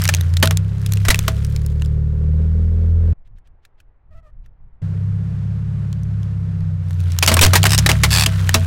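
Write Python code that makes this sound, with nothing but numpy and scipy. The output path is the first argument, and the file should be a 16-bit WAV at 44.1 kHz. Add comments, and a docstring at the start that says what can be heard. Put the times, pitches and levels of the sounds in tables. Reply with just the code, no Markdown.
"""Three moments joined end to end, heard by a microphone on the asphalt beside a tyre.
First an idling car creeps over hollow plastic shells: firing-rate tones, snaps and hollow knocks (0 to 3.1 s).
Then, engine off, fingers tap and move the squeaky door of a toy house in light wind (to 4.8 s).
Last the engine is back and the car crushes the house, with bursting cracks and stick-slip creaks (to 8.7 s).
Wind and far traffic are shaped noise throughout; the loudest cracks overload the microphone."""
import sys
import numpy as np
from scipy import signal
from scipy.fft import rfft, irfft, next_fast_len
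from scipy.io import wavfile
from scipy.ndimage import uniform_filter1d

SR = 44100
rng = np.random.default_rng(int(sys.argv[2]) if len(sys.argv) > 2 else 0)


def generate_wav(sig):
    """Save sig (samples, or channels by samples) to the path in sys.argv[1] as 16-bit PCM at SR."""
    pcm = np.round(np.clip(np.atleast_2d(sig).T, -1, 1) * 32767).astype(np.int16)
    wavfile.write(sys.argv[1], SR, pcm)


N = 381906
T = np.arange(N) / SR  # time of every sample, s


def undb(db):
    """Gain from dB."""
    return 10 ** (np.asarray(db) / 20)


def unit(x):
    """Scale to rms 1."""
    return x / np.sqrt(np.mean(x ** 2))


def curve(rows):
    """Interpolate the columns of (time_s, ..) rows at every sample."""
    s, *columns = np.transpose(rows)
    return [np.interp(T, s, c) for c in columns]


def gate(t0, t1, fade_s=0.0033):
    """1 between two times, with short linear fades outside them."""
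    return np.clip(np.minimum(T - t0 + fade_s, t1 - T + fade_s) / fade_s, 0, 1)


def fade(t60):
    """0.2 s of decay that falls 60 dB in t60 s."""
    return 1000. ** (-np.arange(SR // 5) / (SR * t60))


def band(x, hz, width):
    """Two-pole resonance, gain 1 at the centre."""
    return signal.lfilter(*signal.iirpeak(min(hz, .4 * SR), hz / width, fs=SR), x)


def coloured(points):
    """Noise with a (pitch_hz, level_db) spectrum, rms 1."""
    hz, db = np.transpose(points)
    n = next_fast_len(N)
    f = np.maximum(np.arange(n // 2 + 1) * SR / n, 1)
    shape = undb(np.interp(np.log(f), np.log(hz), db))
    return unit(irfft(rfft(rng.standard_normal(n)) * shape, n)[:N])


def walk(rate):
    """Random wander with about rate new values per second, rms 1."""
    k = int(SR / rate)
    steps = np.repeat(rng.standard_normal(N // k + 1), k)
    return unit(uniform_filter1d(uniform_filter1d(steps, k), k)[:N])


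def wraps(phase):
    """A unit pulse each time the phase passes a whole number."""
    return np.diff(np.floor(phase), prepend=0)


def add(out, s, x):
    """Mix x into out from time s."""
    i = int(s * SR)
    out[i:i + len(x)] += x[:N - i]


def engine():
    """Exhaust boom on the firing multiples, weaker half lines, a rasp of higher lines and engine bay noise."""
    # engine speed, one list per moment: time_s, firing_rate_hz, boom_level_db
    running = [
        [(0, 31.46, -0.5), (.27, 28.21, -4), (.52, 31.22, 0.5), (.75, 34.4, -0.5), (1.1, 33.17, 0),
         (1.59, 36.7, 1), (2.18, 37.74, 1.5), (2.75, 41.38, -0.5), (3.13, 41.42, -1.5)],
        [(4.82, 32.32, -4), (5.35, 34.35, -2.5), (5.75, 35.05, -3), (6.15, 34.47, -3), (6.58, 32.52, -3.5),
         (7.2, 28.76, -6.5), (7.45, 29.66, 2), (7.8, 35, 4.5), (8.06, 35.98, 3.5), (8.5, 30.64, -2.5),
         (8.66, 30.17, -1)],
    ]
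    # balance, one list per moment: time_s, bay_noise_db, rasp_db, boom_tilt_db_per_octave (around 100 Hz),
    # half_lines_db
    bay_levels = [
        [(0, -41, -57, 2.5, -6), (1.3, -49, -46, -0.5, -14.5), (3.13, -47.5, -43, -2, -18.5)],
        [(4.82, -46.5, -57.5, 6, -6.5), (7.0, -46, -60.5, 3.5, -7), (8.66, -38.5, -60, 0.5, -7)],
    ]
    # exhaust pipe response to a firing multiple: pitch_hz, gain_db
    exhaust = [(30, -46), (36, -33.5), (42, -21), (60, -31), (73, -20.5), (86, -11), (97, -16), (108, -22),
               (121, -34), (143, -27), (160, -24.5), (185, -37)]
    # exhaust rasp resonances: pitch_hz, width_hz, level_db
    buzz = [(205, 55, 3.5), (271.5, 29, -6), (419, 93, 2.5)]
    # engine bay noise spectrum: pitch_hz, level_db (per Hz)
    clatter = [(150, -31), (200, -8), (310, -22.5), (505, -21), (800, -28), (1440, -27), (2650, -36),
               (9000, -49), (14000, -63)]
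    out = 0
    pipe_hz, pipe_db = np.transpose(exhaust)
    for speed, levels in zip(running, bay_levels):
        hz, boom_db = curve(speed)
        noise_db, rasp_db, tilt_db, half_db = curve(levels)
        phase = np.cumsum(hz * (1 + .003 * walk(12))) / SR

        def tone(k, db):
            """Sine on k times the firing rate, weighted by the pipe."""
            pipe = np.interp(np.log(k * hz), np.log(pipe_hz), pipe_db)
            level_db = boom_db + db + tilt_db * np.log2(k * hz / 100) + pipe
            return np.sqrt(2) * undb(level_db) * np.sin(2 * np.pi * (k * phase + rng.random()))

        boom = sum(tone(k + 1, 1.2 * walk(9)) for k in range(5))
        # uneven cylinders add lines halfway between the multiples
        boom = boom + sum(tone(k + .5, half_db) for k in range(3, 6))
        # one pulse per two firings gives lines on every half multiple
        pulses = wraps(phase / 2) * undb(1.6 * walk(27)) + 1.2 * wraps(phase)
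        # the silencer smears each pulse over the cycle
        pulses = signal.fftconvolve(pulses, rng.standard_normal(SR // 5) * fade(0.093))[:N]
        pulses = unit(pulses) * (1 + 0.36 * walk(250))
        rasp = sum(undb(db) * unit(band(band(pulses, f, w), f, w)) for f, w, db in buzz)
        # the bay noise swells slightly with each firing
        noise = coloured(clatter) * (1 + 0.076 * np.cos(2 * np.pi * phase)) * undb(.7 * walk(15))
        sound = boom + rasp * undb(rasp_db) + noise * undb(noise_db)
        out = out + gate(speed[0][0], speed[-1][0]) * sound
    return out


def outdoors():
    """Low noise in gusts on the microphone, and steadier noise of far traffic."""
    # wind spectrum: pitch_hz, level_db (per Hz)
    wind = [(12, -5.5), (24, -8), (113, -25.5), (300, -51.5), (800, -110)]
    # gust strength ahead of its quick flutter: time_s, level_db
    gusts = [(3.2, -41), (3.8, -47), (4.3, -36.5), (4.8, -45)]
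    # far traffic spectrum: pitch_hz, level_db (per Hz)
    traffic = [(150, -37.5), (250, -11.5), (800, -11), (2000, -23), (11000, -71.5)]
    blowing = coloured(wind) * undb(curve(gusts)[0] + 5.9 * walk(13))
    return blowing + coloured(traffic) * undb(-69 + 0.6 * walk(4))


def crunch(rate=700, spread_db=4.5):
    """Dense small splinter clicks (rate per s in each band) of random size and colour."""
    # splintering between the cracks, one list per moment: time_s, level_db (before the bands are summed)
    splintering = [
        [(0, -39.5), (.3, -57), (.7, -60.5), (1.2, -47.5), (1.95, -69)],
        [(6.8, -71), (7.3, -43), (8.0, -42), (8.66, -44.5)],
    ]
    out = 0
    tail = np.exp(-np.arange(400) / (0.0012 * SR))
    for hz, db in ((1500, 4.5), (3300, 1.5), (7500, -5.0), (11500, -14.0)):
        chance = rng.random((N, 2)).T
        clicks = (chance[0] < rate / SR) * undb(-spread_db * np.log(chance[1] + 0.014))
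        grains = signal.fftconvolve(clicks, tail)[:N] * rng.standard_normal(N)
        out = out + undb(db) * unit(band(grains, hz, 0.56 * hz))
    level = sum(gate(rows[0][0], rows[-1][0]) * undb(curve(rows)[0]) for rows in splintering)
    return level * out


def snap(t60, hz, tonal=0.42, count=6):
    """One fracture, peak 1: a sharp release and noise burst ring a main and weaker modes; the tail is duller."""
    noise = rng.standard_normal((2, SR // 5))
    burst = noise[0] * fade(t60)
    burst[0] = 3.2  # the release
    fragment_hz = hz * 2 ** rng.uniform(-1.496, 1.2, size=count)
    modes = band(burst, hz, hz / 8) + 0.42 * sum(band(burst, f, f / 9) for f in fragment_hz)
    y = (1 - tonal) * band(burst, 3500, 6500) + tonal * 5.0 * modes
    y = y + 0.074 * band(noise[1] * fade(1.5 * t60 + 0.072), 1800, 2600)
    return y / np.max(np.abs(y))


def ticks(t60=0.0084):
    """Short snaps and cracks, each with its own colour: the clear ones, then faint ones at random."""
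    # snaps and cracks given by time and peak only, played short with no hollow knock: start_s, peak_db
    clear = [(0.019, -10.5), (0.039, -7), (0.046, -9.5), (0.054, -3.5), (0.0777, -4.5), (0.148, -0.5),
             (0.168, -19), (0.2102, -11), (0.339, -14.5), (0.401, -24), (0.4574, -3), (0.4741, -1),
             (0.5722, -4), (0.8626, -12), (0.9221, -10), (0.936, -11), (0.9721, -17), (1.1451, 2),
             (1.1576, -9), (1.1909, -2.5), (1.4479, -18), (1.5627, -15), (1.6633, -17.5), (1.8211, -17.5),
             (5.9288, -23.5), (6.0338, -35), (6.2316, -34.5), (6.607, -40.5), (6.908, -24), (7.12, -19.5),
             (7.1879, -1), (7.2629, 5), (7.3915, 13), (7.448, 11), (7.465, 6), (7.6311, 8), (7.64, 7),
             (7.6671, 11.5), (7.779, 10.5), (7.9158, 5), (8.4925, 3)]
    # scattered faint snaps, one list per moment: time_s, snaps_per_s
    patter = [
        [(0, 120), (.75, 20), (.9, 144), (1.4, 100), (1.9, 37)],
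        [(6.85, 26), (7.3, 90), (8.66, 40)],
    ]
    floor_db, spread_db = -40, 4.5
    out = np.zeros(N)
    rate = sum(gate(rows[0][0], rows[-1][0]) * curve(rows)[0] for rows in patter)
    chance = rng.random((N, 2)).T
    starts = np.flatnonzero(chance[0] < rate / SR)
    faint = [(i / SR, floor_db - spread_db * np.log(chance[1, i] + 0.027)) for i in starts]
    for s, db in clear + faint:
        add(out, s, undb(db) * snap(t60, 3600 * 2 ** rng.uniform(-0.99, 1.0), tonal=0.4))
    return out


def cracks():
    """Fractures; the broken piece pings at its own pitch, and each also knocks the hollow body."""
    # fractures: start_s, snap_peak_db, ring_s (60 dB decay), main_pitch_hz, hollow_db (against the snap)
    fractures = [(0.0895, -0.5, 0.032, 1670, -27), (0.139, 0.5, 0.01, 2590, -29),
                 (0.3692, -7.5, 0.017, 3900, -41), (0.427, 10, 0.033, 1660, -11),
                 (0.5093, -4.5, 0.013, 1500, -11.5), (1.051, -14, 0.06, 1740, -13),
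                 (1.084, 1, 0.079, 1400, -8), (1.1036, 4.5, 0.049, 2010, -37),
                 (1.28, -1.5, 0.024, 1209, -10), (7.226, 6, 0.065, 2480, -14.5),
                 (7.2759, 7.5, 0.069, 3010, -8.5), (7.3165, -8, 0.05, 1200, 5),
                 (7.3408, 9, 0.015, 8450, -24), (7.3681, 0, 0.024, 1720, -6), (7.4124, 9, 0.11, 7960, -8),
                 (7.4309, 10, 0.081, 2680, -13.5), (7.5336, 2.5, 0.058, 1231, -12),
                 (7.5541, 12, 0.059, 1870, -19.5), (7.654, 3.5, 0.06, 1545, -11),
                 (7.7865, 2.5, 0.036, 5440, -20.5), (7.8619, 10, 0.03, 1805, -24),
                 (7.8906, 2.5, 0.063, 2130, -5), (8.035, 3.5, 0.065, 2140, -13),
                 (8.2615, 4.5, 0.022, 3030, -17), (8.5422, 10.5, 0.035, 2670, -9.5)]
    # modes of the hollow body: pitch_hz, level_db, decay_s (60 dB)
    shell = [(226, -7, 0.33), (436, -7, 0.16), (649, -2.5, 0.24), (1117, 4.5, 0.046)]
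    out, t = np.zeros(N), np.arange(SR // 5) / SR
    for s, db, t60, hz, hollow_db in fractures:
        # each blow excites the modes in a different balance
        strike = undb(1.5 * rng.standard_normal(len(shell)))
        ring = sum(g * undb(d) * np.sin(2 * np.pi * f * t) * fade(d60)
                   for g, (f, d, d60) in zip(strike, shell))
        knock = band(rng.standard_normal(len(t)) * fade(t60 + 0.062), 310, 1400)
        hollow = undb(-15.5) * ring + knock / np.max(np.abs(knock))
        ping = .22 * np.sin(2 * np.pi * hz * t) * fade(t60 / 2)
        add(out, s, undb(db) * (snap(t60, hz) + ping + undb(hollow_db) * hollow))
    return out


def shoves():
    """Slow pressure humps as a shell bursts."""
    # air squeezed out at the microphone: start_s, length_s, peak_db
    squeezes = [(1.094, 0.0056, 5), (7.43, 0.032, -3.5)]
    return sum(undb(db) * np.exp(-((T - s - d / 2) / (d / 2)) ** 2) for s, d, db in squeezes)


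def finger_taps():
    """Fingers on the plastic door: a small snap, with a soft scrape of banded noise before each."""
    # taps: start_s, peak_db
    taps = [(3.275, -58), (3.385, -49), (3.4732, -52.5), (3.651, -39), (3.802, -42), (4.461, -46.5)]
    door_hz = 1756
    out = np.zeros(N)
    for s, db in taps:
        add(out, s, undb(db) * snap(0.028, door_hz))
        rub = band(band(rng.standard_normal(2200), 2200, 2500), 2210, 2500)
        add(out, s - .035, undb(-58.5) * np.hanning(2200) * rub)
    return out


def hinge_squeaks():
    """The broken, wobbling squeak of the plastic hinge: nine unsteady harmonics and a little noise."""
    # squeaks: start_s, length_s, first_pitch_hz, glide_hz_per_s, loudest_level_db
    squeaks = [(4.109, 0.043, 644, -1300, -54.5), (4.145, .058, 643, 149, -50),
               (4.23, 0.075, 640, -400, -54)]
    edge_db, peak_at = -9.5, 0.59  # level at both ends; loudest at this share of the length
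    out = np.zeros(N)
    for s, length, first_hz, glide, peak_db in squeaks:
        db = peak_db + np.interp(T - s, [0, peak_at * length, length], [edge_db, 0, edge_db])
        hz = first_hz + glide * np.clip(T - s, 0, length)
        phase = np.cumsum(hz * (1 + 0.0306 * walk(400) + 0.011 * walk(30))) / SR
        squeak = sum(undb(-8 * max(k - .6, 0) + 2.6 * walk(76)) * np.sin(2 * np.pi * (k + 1) * phase)
                     for k in range(9))
        breath = undb(-18) * unit(band(rng.standard_normal(N), 2440, 2540))
        out += gate(s, s + length, 0.005) * undb(db) * (squeak + breath)
    return out


def creak():
    """Stick-slip of a bending wall: slowing slips, each the same short jolt ringing the wall, plus a puff of grit."""
    # wall slipping under the tread: start_s, length_s, slips_per_s, extra_slips_per_s (at first),
    # wall_pitch_hz, slip_level_db
    slipping = [(7.6936, 0.063, 81, -1, 2750, -9), (8.1061, .14, 98, 75, 2562, -9.5)]
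    # wall resonances: pitch and width (as shares of the wall pitch), level_db
    wall = [(.45, 0.23, -1), (.68, .09, 3.5), (1, .12, 6.5), (1.36, .12, 1), (1.8, .3, 3),
            (2.9, 0.22, -0.5)]
    sag_hz_per_s, slowing_s = 200, 0.013
    rise_db, rise_s = -9, 0.023  # level at the start, and the time to full level
    out = 0
    for s, length, hz, rush_hz, wall_hz, db in slipping:
        age = np.maximum(T - s, 0)
        rate = hz - sag_hz_per_s * age + rush_hz * np.exp(-age / slowing_s)
        onset_db = rise_db * np.clip(1 - age / rise_s, 0, 1)
        on = (T >= s) & (T < s + length)
        slips = wraps((T >= s) + np.cumsum(rate * on) / SR) * undb(db + onset_db + 1.0 * walk(200))
        # the jolt holds full strength for about 1 ms, then decays
        jolt = rng.standard_normal(SR // 5) * np.minimum(fade(0.0096) / 0.5029, 1)
        grit = signal.fftconvolve(slips, fade(0.037))[:N] * rng.standard_normal(N)
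        push = 0.93 * signal.fftconvolve(slips, jolt)[:N] + undb(18) * slips + 1.08 * grit
        out = out + sum(undb(d) * band(push, f * wall_hz, w * wall_hz) for f, w, d in wall)
        out = out + 0.34 * band(push, 3000, 6000)
    return out


def scene():
    """All sources at the one microphone."""
    car = engine() + crunch() + ticks() + cracks() + shoves() + creak()
    return (car + outdoors() + finger_taps() + hinge_squeaks())[None]


def record(dry):
    """The microphone stage flattens loud peaks, then the top is cut."""
    clip, top_hz = .52, 16200
    flat = dry / (1 + np.abs(dry / clip) ** 5) ** (1 / 5)
    return signal.sosfilt(signal.ellip(10, .2, 70, top_hz, fs=SR, output="sos"), flat)


dry = scene()
out = record(dry)
generate_wav(out)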